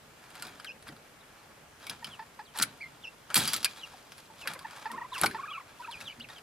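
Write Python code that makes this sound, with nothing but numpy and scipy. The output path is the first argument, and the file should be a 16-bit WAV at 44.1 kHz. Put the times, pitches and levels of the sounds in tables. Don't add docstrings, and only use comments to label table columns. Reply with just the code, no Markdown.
import sys
import numpy as np
from scipy import signal
from scipy.fft import rfft, irfft, next_fast_len
from scipy.io import wavfile
from scipy.ndimage import uniform_filter1d, map_coordinates

SR = 44100
rng = np.random.default_rng(int(sys.argv[2]) if len(sys.argv) > 2 else 0)


def output_pcm(signal):
    pcm = np.clip(np.atleast_2d(signal).T, -1, 1) * 32767
    wavfile.write(sys.argv[1], SR, np.round(pcm).astype(np.int16))


def magnitude_from_level(level_db):
    exponent = np.asarray(level_db, float) / 20
    return 10 ** exponent


N = 283122


def unit(x):
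    return x / np.sqrt(np.mean(x ** 2) + 1e-20)


def along(points, hz):
    f, v = np.transpose(points)
    return np.interp(np.log(hz + 1), np.log(f + 1), v)


def wobble(rate):
    knots = rng.standard_normal(int(N * rate / SR) + 4)
    return map_coordinates(knots, [np.arange(N) * rate / SR])


def filtered(x, response):
    m = next_fast_len(x.shape[-1] + 8192)
    spectrum = rfft(x, m) * response(np.fft.rfftfreq(m, 1 / SR))
    return irfft(spectrum, m)[..., :x.shape[-1]]


def modes(table, spread_db=0):
    def response(f):
        total = 0
        for k, (centre, width, db) in enumerate(table):
            strength = (-1) ** k * magnitude_from_level(db + spread_db * rng.normal())
            total = total + strength * 1j * f * width / (centre * centre - f * f + 1j * f * width)
        return total / np.sqrt(np.mean(abs(total) ** 2))
    return response


def add(out, s, x):
    part = out[round(s * SR):][:len(x)]
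    part += x[:len(part)]


def burst(t60, rise_s, length_s, uneven_db=0):
    t = np.arange(round(length_s * SR)) / SR
    shape = magnitude_from_level(-60 * t / max(t60, .008)) * (1 - np.exp(-t / rise_s))
    sizes = np.repeat(rng.standard_normal(len(t) // 25 + 1), 25)[:len(t)]
    noise = rng.standard_normal(len(t)) * magnitude_from_level(uneven_db * sizes) * shape
    return noise * np.linalg.norm(shape) / np.linalg.norm(noise)


def rung(push, response):
    ring = filtered(push, response)
    return ring * np.linalg.norm(push) / np.linalg.norm(ring)


# f [Hz], level [dB per Hz]
WIND_COLOUR = [(12, -41), (20, -16), (156, -3.5), (189, -8), (224, -5.5), (372, -9.5), (440, -7), (506, -8),
               (566, -7), (3060, -16), (3620, -19.5), (9000, -23), (12500, -24.5), (15200, -23.5),
               (16500, -66)]
# f [Hz], likeness [0 to 1]
WIND_LIKENESS = [(60, 1), (240, 0.82), (950, 0.34), (3770, 0.2), (15000, 0.024)]


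def hush():
    z = signal.stft(rng.standard_normal((2, N)), nperseg=512)[2]
    patches = uniform_filter1d(rng.standard_normal(z.shape[1:]), 6, 0)
    patches = uniform_filter1d(patches, 14, 1)
    pair = signal.istft(z * magnitude_from_level(.9 * unit(patches)), nperseg=512)[1][:, :N]

    def mid_side(hz):
        turn = np.arccos(np.clip(along(WIND_LIKENESS, hz), -1, 1)) / 2
        return magnitude_from_level(along(WIND_COLOUR, hz)) * [np.cos(turn), np.sin(turn)]

    mid, side = filtered(pair, mid_side)
    gusts = magnitude_from_level(-56.0 + 0.11 * wobble(0.91))
    return gusts * unit(np.array([mid + side, mid - side]))


# f [Hz], t60 [s]
YARD_TAIL = [(300, 0.13), (3000, 0.29), (12000, 0.047)]


def yard(x):
    hz, t, z = signal.stft(rng.standard_normal((2, SR // 2)), SR, nperseg=256)
    fade = magnitude_from_level(-60 * t / along(YARD_TAIL, hz)[:, None])
    tail = signal.istft(z * fade, SR, nperseg=256)[1]
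    late = np.pad(x, (150, 0))
    return signal.fftconvolve(late[None], tail / np.linalg.norm(tail[0]), axes=1)[:, :N]


def scatter(x):
    tails = np.array([burst(t60=.014, rise_s=.001, length_s=.05) for port in range(2)])
    echo = signal.fftconvolve(x[None], tails / np.linalg.norm(tails[0]), axes=1)[:, :N]
    return magnitude_from_level(-9) * filtered(echo, lambda f: 1j * f / (2500 + 1j * f))


def sung(rows, top, knee, curl, crest, start_db, end_db):
    u, crest = np.linspace(0, 1, num=17), np.clip(crest, .05, .95)
    height = np.exp(-((u - top) / knee) ** 2) + curl * u ** 3
    rise_db = start_db * (1 - u / crest) ** 2
    fall_db = end_db * ((u - crest) / (1 - crest)) ** 2
    loss_db = np.where(u < crest, rise_db, fall_db)
    return [np.transpose([s + u * length, held + (first - held) * height, db - loss_db])
            for s, length, first, held, db in rows]


def warbled(rows, hold=1):
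    u = np.linspace(-.5, .5, num=13)
    arch = np.sin(np.pi * u) ** 2
    return [np.transpose([s + u * length, low + (ends - low) * arch ** 2, db - 14 * arch ** hold])
            for s, length, low, ends, db in rows]


def voice(notes, orders, throat, flutter_db, waver, overtone_db=0):
    out, drift = np.zeros(N), wobble(150)
    flutter = np.tanh(.3 * wobble(55) + .6 * wobble(110) + wobble(500))
    for rows in notes:
        s, hz, db = np.transpose(rows)
        t = np.arange(round(s[0] * SR), round(s[-1] * SR))
        pitch = uniform_filter1d(np.interp(t / SR, s, hz), size=150) * (1 + waver * drift[t])
        phase = 2 * np.pi * np.cumsum(pitch) / SR
        tone = np.sin(phase)
        for k in orders:
            weak_db = -5 * (k % 1 > 0) - 7 * (k == 3)
            tone = tone + magnitude_from_level(overtone_db + weak_db + along(throat, k * pitch)) * np.sin(k * phase)
        swell_db = uniform_filter1d(np.interp(t / SR, s, db), size=150) + 5.0 + flutter_db * flutter[t]
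        out[t] += magnitude_from_level(swell_db) * signal.windows.tukey(len(t), .12) * tone
    return out


# f [Hz], level [dB]
BEAK_COLOUR = [(4000, -24), (4700, -14), (5100, -13), (5500, -17), (6300, -20), (8000, -29), (15000, -40)]
# f [Hz], level [dB]
THROAT_COLOUR = [(450, -16), (1350, -8), (1850, -3), (2150, -18), (2450, -9), (2650, -11), (2900, -22),
                 (3600, -21), (4700, -20), (6000, -30)]
# start t [s], length [s], first f [Hz], held f [Hz], level [dB]
DROPPING_PEEPS = [
    (2.44, 0.066, 5100, 3150, -61.5),
    (3.027, 0.044, 3700, 2620, -45.5),
    (4.398, 0.053, 3900, 2530, -48),
    (5.121, 0.061, 4150, 2615, -42.5),
    (6.344, 0.04, 4100, 3110, -55),
]
DROP = dict(top=0.0087, knee=.36, curl=-0.034, crest=0.49, start_db=22, end_db=16)
# start t [s], length [s], first f [Hz], last f [Hz], level [dB]
PEEP_FLICKS = [
    (2.497, .018, 3290, 2800, -66),
    (3.015, .015, 2970, 3720, -64),
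    (3.069, 0.023, 2670, 2750, -47.5),
    (3.792, 0.025, 3850, 3910, -54.5),
    (5.112, 0.015, 3410, 4150, -59),
    (6.378, 0.019, 3200, 2500, -58),
]
FLICK = dict(top=0.05, knee=0.437, curl=.01, crest=0.47, start_db=5, end_db=17)
# start t [s], length [s], first f [Hz], aim f [Hz], level [dB]
SLIDING_PEEPS = [
    (1.2, 0.025, 4000, 3150, -63),
    (1.385, .03, 4600, 3400, -70),
    (2.685, .027, 4150, 3450, -67),
]
SLIDE = dict(top=0.0061, knee=0.87, curl=0.0075, crest=0.53, start_db=17, end_db=14)
# start t [s], length [s], first f [Hz], lowest f [Hz], level [dB]
HOOKED_PEEPS = [
    (3.64, .048, 3000, 2046, -44.5),
]
HOOK = dict(top=0.079, knee=.36, curl=0.62, crest=0.36, start_db=13, end_db=10)
# t [s], f [Hz], level [dB]
SWOOPING_PEEPS = [
    [(.66, 3350, -56), (.672, 3060, -49), (.685, 2620, -51), (.696, 2484, -47), (.71, 2650, -50),
     (.724, 2920, -57)],
    [(6.043, 4250, -62), (6.06, 3750, -56), (6.08, 3150, -43), (6.093, 2610, -55), (6.104, 2310, -53),
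     (6.123, 2300, -59)],
    [(3.806, 3660, -55), (3.82, 3070, -53), (3.836, 2890, -43), (3.848, 2760, -49), (3.86, 2350, -60.5)],
    [(5.902, 4270, -60), (5.915, 3750, -53), (5.927, 3150, -46), (5.943, 2600, -45), (5.96, 2365, -48.5),
     (5.985, 2380, -57)],
    [(2.802, 1980, -55), (2.817, 2395, -45.5), (2.834, 2125, -46), (2.85, 2057, -47.5), (2.865, 2106, -53),
     (2.878, 2150, -60)],
]
# t [s], f [Hz], level [dB]
SHRILL_PEEP = [
    [(2.094, 3560, -67), (2.115, 3330, -57), (2.138, 3050, -50), (2.15, 2700, -57), (2.17, 2330, -66)],
]
# t [s], f [Hz], level [dB]
ARCHED_PEEPS = [
    [(6.084, 2760, -61), (6.096, 2870, -47.5), (6.112, 3050, -57), (6.122, 2600, -59), (6.132, 2230, -56)],
    [(6.2, 2600, -56), (6.21, 2900, -46.5), (6.219, 3600, -54), (6.229, 4130, -54), (6.24, 2900, -53),
     (6.253, 2300, -52)],
]
# t [s], f [Hz], level [dB]
COO_LINK = [
    [(5.82, 1050, -53), (5.828, 1600, -52), (5.839, 1390, -52), (5.852, 1253, -45.5), (5.862, 1416, -55),
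     (5.871, 1710, -54), (5.88, 1000, -46)],
]
# t [s], f [Hz], level [dB]
HEN_CROONS = [
    [(4.9, 225, -67), (4.925, 223, -55.5), (4.96, 220, -69)],
    [(6.165, 240, -62), (6.19, 237, -59), (6.22, 237, -60), (6.24, 232, -68)],
]
# start t [s], length [s], top f [Hz], foot f [Hz], level [dB]
RASPING_PEEP = [
    (5.495, .08, 3147, 2300, -48),
]
RASPING = dict(top=0.295, knee=0.43, curl=0.0088, crest=0.77, start_db=5, end_db=7)
# start t [s], length [s], first f [Hz], held f [Hz], level [dB]
GLIDING_NOTES = [
    (3.932, 0.022, 1056, 705, -52),
    (5.142, 0.049, 1804, 943, -44.5),
    (5.596, 0.021, 1376, 970, -48),
]
GLIDE = dict(top=0.033, knee=.42, curl=0.066, crest=1, start_db=4, end_db=14)
# start t [s], length [s], first f [Hz], held f [Hz], level [dB]
HOVERING_NOTES = [
    (5.466, 0.042, 1595, 1253, -45.5),
    (5.531, 0.0403, 1504, 1288, -46),
]
HOVER = dict(top=0.009, knee=0.203, curl=0.096, crest=0.53, start_db=11, end_db=1)
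# middle t [s], length [s], lowest f [Hz], f at both ends [Hz], level [dB]
DIPPING_NOTES = [
    (5.519, 0.03, 1130, 1380, -42),
    (5.582, 0.027, 1103, 1360, -40.5),
]
# middle t [s], length [s], lowest f [Hz], f at both ends [Hz], level [dB]
WARBLE_NOTES = [(2.031, 0.02, 915, 1000, -45), (4.654, 0.021, 887, 1050, -36.5),
                (4.671, 0.016, 815, 885, -54), (4.91, 0.044, 920, 1386, -41),
                (4.947, 0.051, 1042, 1438, -41), (4.985, 0.035, 917, 1475, -39.5),
                (5.021, 0.041, 926, 1420, -39), (5.052, .03, 997, 1320, -41.5),
                (5.399, 0.044, 1067, 1574, -38), (5.441, 0.038, 1157, 1625, -37.5),
                (5.461, .014, 1720, 1610, -44)]
# middle t [s], length [s], lowest f [Hz], f at both ends [Hz], level [dB]
COO_NOTES = [
    (5.13, 0.027, 1000, 1160, -40.5),
    (5.809, 0.033, 963, 1055, -45),
    (5.892, 0.034, 920, 1050, -41),
]
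# start t [s], length [s], first f [Hz], held f [Hz], level [dB]
HOARSE_NOTES = [
    (2.191, 0.032, 1015, 843, -43.5),
    (2.222, 0.016, 910, 918, -48),
    (2.389, 0.036, 1052, 823, -44.5),
    (2.548, 0.062, 993, 854, -47.5),
    (4.854, 0.027, 1002, 850, -37),
    (5.344, 0.031, 1048, 860, -38),
]
CROAK = dict(top=0.011, knee=0.162, curl=0.82, crest=0.12, start_db=13, end_db=12)
# start t [s], length [s], first f [Hz], held f [Hz], level [dB]
LOW_CLUCKS = [
    (4.452, 0.022, 570, 518, -50),
    (4.55, 0.022, 600, 503, -51.5),
]
CLUCK = dict(top=.03, knee=0.45, curl=.01, crest=0.57, start_db=11, end_db=6)


def chickens():
    beak, throat = BEAK_COLOUR, THROAT_COLOUR
    whistles = sung(DROPPING_PEEPS, **DROP) + sung(PEEP_FLICKS, **FLICK) + sung(SLIDING_PEEPS, **SLIDE)
    whistles += sung(HOOKED_PEEPS, **HOOK) + SWOOPING_PEEPS
    peeps = voice(whistles, [2], beak, flutter_db=5.5, waver=.013)
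    peeps += voice(SHRILL_PEEP, [3], beak, flutter_db=4, waver=.007, overtone_db=20)
    peeps += voice(ARCHED_PEEPS, [], beak, flutter_db=7, waver=.02)
    peeps += voice(sung(RASPING_PEEP, **RASPING), [], beak, flutter_db=7, waver=.04)

    throaty = voice(COO_LINK, [2], throat, flutter_db=2, waver=.012, overtone_db=9)
    throaty += voice(HEN_CROONS, [], throat, flutter_db=2, waver=.02)
    trills = sung(GLIDING_NOTES[1:], **GLIDE) + sung(HOVERING_NOTES, **HOVER) + warbled(DIPPING_NOTES)
    throaty += voice(trills, [2, 3], throat, flutter_db=2.2, waver=.018, overtone_db=5)
    throaty += voice(warbled(WARBLE_NOTES), [2, 3], throat, flutter_db=1.6, waver=.01)
    coos = warbled(COO_NOTES, hold=3) + sung(GLIDING_NOTES[:1], **CLUCK)
    throaty += voice(coos, [2, 3], throat, flutter_db=.6, waver=.006, overtone_db=-16)
    croak_orders = [.5, 1.5, 2, 2.5, 3, 3.5, 4, 5, 5.5, 6]
    throaty += voice(sung(HOARSE_NOTES, **CROAK), croak_orders, throat, flutter_db=2, waver=.01, overtone_db=-2)
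    throaty += voice(sung(LOW_CLUCKS, **CLUCK), range(2, 5), throat, flutter_db=1.5, waver=.015, overtone_db=11)

    off_roof = magnitude_from_level(-12) * np.roll(peeps, round(.0085 * SR))
    return peeps + throaty + off_roof


# peak t [s], level [dB], time to lose 20 dB [s], dull part [relative dB]
MESH_JOLTS = [(.875, -59, 0.01, 13), (1.81, -58.5, 1, 5), (2.559, -49.5, 0.09, 5), (2.66, -62.5, 1.5, 5.5),
              (3.31, -54, 0.7, 10.5), (3.4, -32, 0.27, -6.5), (3.7, -61, 0.95, -3), (4.62, -63.5, 1, 9),
              (5.147, -55, 0.6, -10), (5.34, -63.5, 1.2, 10.5), (5.79, -57.5, 0.2, -3.5),
              (6.308, -55.5, 0.2, 6.5)]
JOLT_RISE_S = 0.027
# peak t [s], level [dB], time to gain 20 dB [s], dull part [relative dB]
MESH_DRAGS = [(.36, -81, 7, 4), (.445, -55, 0.42, 7), (1.43, -69, 1.26, 11), (1.92, -52, 0.07, 8.5),
              (2.1, -60, 0.18, 9), (2.599, -41, -0.0269, 8), (3.5, -36.5, 0.03, -11),
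              (3.88, -60.5, 0.9, 4.5), (4.2, -58.5, 0.2, -1), (4.408, -50, 0.07, -18),
              (4.501, -49.5, 0.12, 10.5), (4.81, -57, 0.4, 9.5), (5.225, -44, 0.1135, 9),
              (6.03, -53.5, 0.3, 4.5)]
DRAG_FADE = 0.73
# f [Hz], width [Hz], level [dB]
WIRE_MODES = [(3400, 1340, 4), (4580, 1400, 0), (7200, 3400, -6.5), (10500, 5000, 0)]


def mesh():
    moves = [(s, db, JOLT_RISE_S, fall, dull) for s, db, fall, dull in MESH_JOLTS]
    moves += [(s, db, rise, DRAG_FADE * rise, dull) for s, db, rise, dull in MESH_DRAGS]
    s, db, rise, fall, dull_db = np.transpose(moves)[:, :, None]
    t = np.arange(0, N + 64, step=64) / SR
    swell_db = db - 20 * np.maximum((s - t) / rise, (t - s) / fall)

    def level(part_db):
        return np.interp(np.arange(N) / SR, t, np.linalg.norm(magnitude_from_level(part_db), axis=0))

    def wire(f):
        return np.sqrt(sum(abs(modes([row])(f) * magnitude_from_level(row[2])) ** 2 for row in WIRE_MODES))

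    clumps = magnitude_from_level(1.3 * wobble(45) + 3 * np.tanh(wobble(260)) + 2.5 * wobble(1500))
    bright = unit(filtered(clumps * rng.standard_normal(N), wire))
    dull = unit(filtered(clumps * rng.standard_normal(N), modes(BODY_MODES + SLAT_MODES)))
    return level(swell_db + .5) * bright + level(swell_db + dull_db - 2.5) * dull


# t [s], peak level [dB], t60 [s], f at the spot struck [Hz]
SLAT_KNOCKS = [
    (0.923, -46, 0.05, 860),
    (2.611, -38, 0.024, 1000),
    (3.363, -28, 0.13, 860),
    (4.473, -50, 0.059, 860),
    (5.2342, -18, 0.0078, 1200),
    (5.238, -14, 0.03, 800),
    (5.2425, -21.5, 0.038, 830),
    (6.298, -43.5, 0.035, 860),
]
# f [Hz], width [Hz], level [dB]
SLAT_MODES = [(860, 149, 5), (1176, 300, -5), (1472, 126, -0.5), (652, 510, -3)]
# t [s], peak level [dB], f of the loudest board [Hz]
FRAME_THUDS = [(0.447, -44.5, 176), (0.879, -40.5, 162), (1.897, -44.5, 154), (2.05, -45.5, 180),
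               (2.593, -34.5, 131), (3.36, -27, 202), (3.384, -35, 236), (3.536, -40.5, 126),
               (4.478, -43.5, 156), (4.923, -41, 225), (5.21, -30.5, 146), (5.236, -32, 402),
               (4.931, -53, 354), (6.016, -46.5, 131), (6.174, -47, 237)]
# f [Hz], width [Hz], level [dB]
FRAME_MODES = [(96, 91, 0), (156, 72, 0), (236, 131, 0)]


def wood():
    out = np.zeros(N)
    for s, db, t60, hz in SLAT_KNOCKS:
        slat = modes([(hz, 220, 5)] + SLAT_MODES, spread_db=7.0)
        add(out, s, magnitude_from_level(db - 1.0) * rung(burst(t60, rise_s=0.00012, length_s=.2), slat))
    for s, db, hz in FRAME_THUDS:
        boards = modes(FRAME_MODES + [(hz, 40, 4)], spread_db=3.0)
        shove = burst(0.39, rise_s=0.003, length_s=.6)
        thud = rung(shove, lambda f: boards(f) * (1j * f / (55 + 1j * f)) ** 4)
        add(out, s, magnitude_from_level(db - 6.5) * thud)
    return out


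# t [s], level [dB], f [Hz], t60 [s]
PART_RINGS = [(0.4225, -40.5, 1410, 0.079), (0.65, -39, 1600, 0.025), (0.7, -49, 1600, 0.027),
              (3.3023, -37.5, 1400, 0.055), (1.8679, -45, 2270, 0.13), (1.8963, -43, 3300, 0.058),
              (1.896, -36, 10000, .04), (1.8963, -33.5, 5200, 0.034), (2.044, -35, 3050, 0.057),
              (2.0438, -38.5, 5200, 0.046), (2.628, -32, 10100, 0.091), (3.3755, -20, 9400, 0.03),
              (3.414, -30.5, 1580, 0.033), (3.4802, -27, 4750, 0.062), (3.5355, -33, 3470, .05),
              (3.541, -31, 7300, .05), (3.6455, -29, 10000, 0.052), (4.4735, -36, 11500, .04),
              (5.184, -36, 8600, .025), (5.2132, -21, 10900, 0.022), (5.236, -30, 18000, .02),
              (5.2601, -35.5, 10200, 0.1), (5.2601, -27, 4400, 0.042), (5.2601, -28.5, 2320, 0.057),
              (6.3, -44, 3700, 0.042), (6.1983, -48, 4600, 0.037), (3.658, -32, 2410, .03),
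              (3.655, -33, 1600, 0.036), (3.538, -36, 1300, .08), (6.297, -44, 1850, 0.038),
              (4.477, -42, 2600, .04), (4.3, -46, 880, .04), (4.607, -44, 1100, 0.052),
              (6.012, -41.5, 2600, 0.051), (.8895, -44, 1900, 0.033)]


def rings():
    out = np.zeros(N)
    for s, db, hz, t60 in PART_RINGS:
        part = modes([(hz, hz / 30, 0)])
        add(out, s, magnitude_from_level(db) * rung(burst(t60, rise_s=0.00029, length_s=.2), part))
    return out


# t [s], bright peak level [dB], gun body [relative dB], t60 [s], spring [relative dB]
DRIVER_SNAPS = [(0.4232, -30.5, -8, 0.051, -3.5), (1.8963, -27, -12, 0.033, -2),
                (2.5638, -39, -8, 0.18, -4), (2.574, -30, -8, 0.056, -6.5), (2.5872, -23, -11, 0.041, -5),
                (2.6125, -32, 7.5, 0.099, -1), (2.6205, -23, -5, 0.066, -11),
                (2.6235, -17.5, -9, 0.046, -5), (2.626, -14.5, -12, 0.035, -6),
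                (2.631, -22, -3.5, 0.055, -8), (2.636, -26.5, -1, 0.036, -5.5),
                (3.3432, -10.5, -11.5, 0.033, -9.5), (3.3545, -22, -13, 0.054, -5),
                (3.356, -12, -10.5, 0.13, -8), (3.3615, -17.5, -10, .06, -3),
                (3.367, -17.5, -8, 0.086, -2.5), (3.3755, -16.5, -12, 0.17, -11),
                (3.4531, -26, -6, 0.11, -2), (3.4765, -20, -14, 0.043, -8), (3.4802, -26.5, -5, .07, -5),
                (3.5332, -20.5, -11, 0.039, -11), (3.5355, -19, -10.5, 0.066, -5),
                (3.541, -26, -8, 0.1, -4), (3.5626, -25.5, -9, 0.065, -4), (3.6294, -32, -6, 0.051, -2),
                (3.6453, -14, -18, 0.037, -2.5), (3.6515, -25, -3, 0.038, -3), (3.6555, -26, -4, 0.033, 0),
                (3.6595, -31, 1, 0.03, -2), (4.4735, -29, 7, 0.06, 1.6), (5.1795, -36.5, -4, 0.11, 1),
                (5.2136, -19, -13, 0.014, -10), (5.222, -29, 1, 0.046, -7), (5.2345, -24, 7.5, 0.027, 0),
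                (5.2362, -22, 1, .02, -14), (5.243, -28, -3, 0.069, -3), (5.2585, -27, 1, 0.045, -10),
                (5.261, -24.5, -4, 0.037, -3), (5.265, -30, 6, 0.045, -7)]
# t [s], peak level [dB], gun body [relative dB]
PLACING_TICKS = [(0.303, -49, -15), (0.3533, -45, -2), (0.397, -50, 7), (.4505, -44.5, 2),
                 (0.4684, -42.5, -2), (.481, -52, 9), (0.9645, -56.5, 10), (6.005, -44, -2),
                 (0.5986, -48.5, 13), (0.6455, -39, 2.5), (0.825, -50, 0.5), (0.8818, -44, 1),
                 (0.888, -49.5, 12), (1.8, -55, -1), (1.8678, -35, -6), (2.0444, -36.5, 0.5),
                 (2.0685, -44.5, 3), (2.5993, -32, 6), (3.3026, -48, 16), (4.12, -44.5, 3.5),
                 (4.1802, -45, -4), (4.535, -36, -11), (4.591, -41.5, 0), (4.709, -46, 0),
                 (4.7797, -58, -9), (4.9157, -38.5, -2.5), (5.311, -44.5, 13.5), (5.912, -41.5, -3),
                 (6.0104, -40.5, 0), (6.198, -48.5, 4.5), (6.2876, -48.5, 6.5), (6.383, -50, 2),
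                 (.877, -47.5, -6), (3.3992, -38, -13), (3.4265, -30, -8), (3.4867, -31, -6),
                 (4.4975, -45, 3), (4.5157, -46, 2), (4.6224, -52, -4), (4.7616, -50, -18),
                 (4.796, -49, -4), (5.142, -41, -16), (5.1488, -40, -12), (5.194, -40, -4), (5.3, -46, -10),
                 (5.8, -52, -10)]
TICK_T60_S = 0.069
TICK_SPRING_DB, SPRING_FOLLOWS = -1.5, 0.39
# f [Hz], width [Hz], level [dB]
STEEL_MODES = [(8020, 960, -5), (9170, 970, 2), (9680, 1260, 1), (10880, 1520, 1.5), (12800, 780, -4.5),
               (13800, 2300, -3.5)]
# f [Hz], width [Hz], level [dB]
SPRING_MODES = [(3050, 1020, 0.5), (3910, 340, 5), (4350, 710, 5), (5280, 1130, 2), (6370, 1340, -10.5)]
# f [Hz], width [Hz], level [dB]
BODY_MODES = [(1459, 410, 2.5), (1800, 330, 2.5), (2350, 390, -3.5)]


def gun():
    out = np.zeros(N)
    ticks = [(s, db, body_db, TICK_T60_S, TICK_SPRING_DB + SPRING_FOLLOWS * body_db)
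             for s, db, body_db in PLACING_TICKS]

    def crack(f):
        return (1j * f / (5500 + 1j * f)) ** 2 / (1 + (f / 14600) ** 12)

    for s, db, body_db, t60, spring_db in DRIVER_SNAPS + ticks:
        rattle = burst(t60, rise_s=.0002, length_s=.15, uneven_db=2.5)
        rattle += 3 * burst(.008, rise_s=.00005, length_s=.15)
        parts = (STEEL_MODES, -8), (SPRING_MODES, spring_db - 6.5), (BODY_MODES, body_db - 9.5)
        for table, part_db in parts:
            add(out, s, magnitude_from_level(db + part_db) * rung(rattle, modes(table, spread_db=2.5)))
        add(out, s, magnitude_from_level(db - 13) * rung(rattle, crack))
    return out


# f [Hz], level [dB]
ANSWER_COLOUR = [(100, -51), (500, -5), (2000, -11), (6000, -15.5)]


def scene():
    work, birds = gun() + rings() + wood() + mesh(), chickens()
    answer = yard(magnitude_from_level(-6.5) * work + magnitude_from_level(-10.5) * birds)
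    answer = filtered(answer, lambda hz: magnitude_from_level(along(ANSWER_COLOUR, hz)))
    direct = work * magnitude_from_level([[.2], [-.2]]) + birds * magnitude_from_level([[-.3], [.3]])
    return direct + answer + hush() + scatter(work)


def top_cut(x):
    return signal.sosfilt(signal.butter(12, 16820, fs=SR, output="sos"), x)


def record(dry):
    lag_s, droop_hz, top_hz = 2.5e-5, 15000, 16150

    def ports(hz):
        delay = np.exp(-1j * np.pi * hz * lag_s * np.array([[1], [-1]]))
        return delay / (1 + (hz / top_hz) ** 60) / (1 + (hz / droop_hz) ** 10)

    return top_cut(filtered(dry, ports))


dry = scene()
out = record(dry)
output_pcm(out)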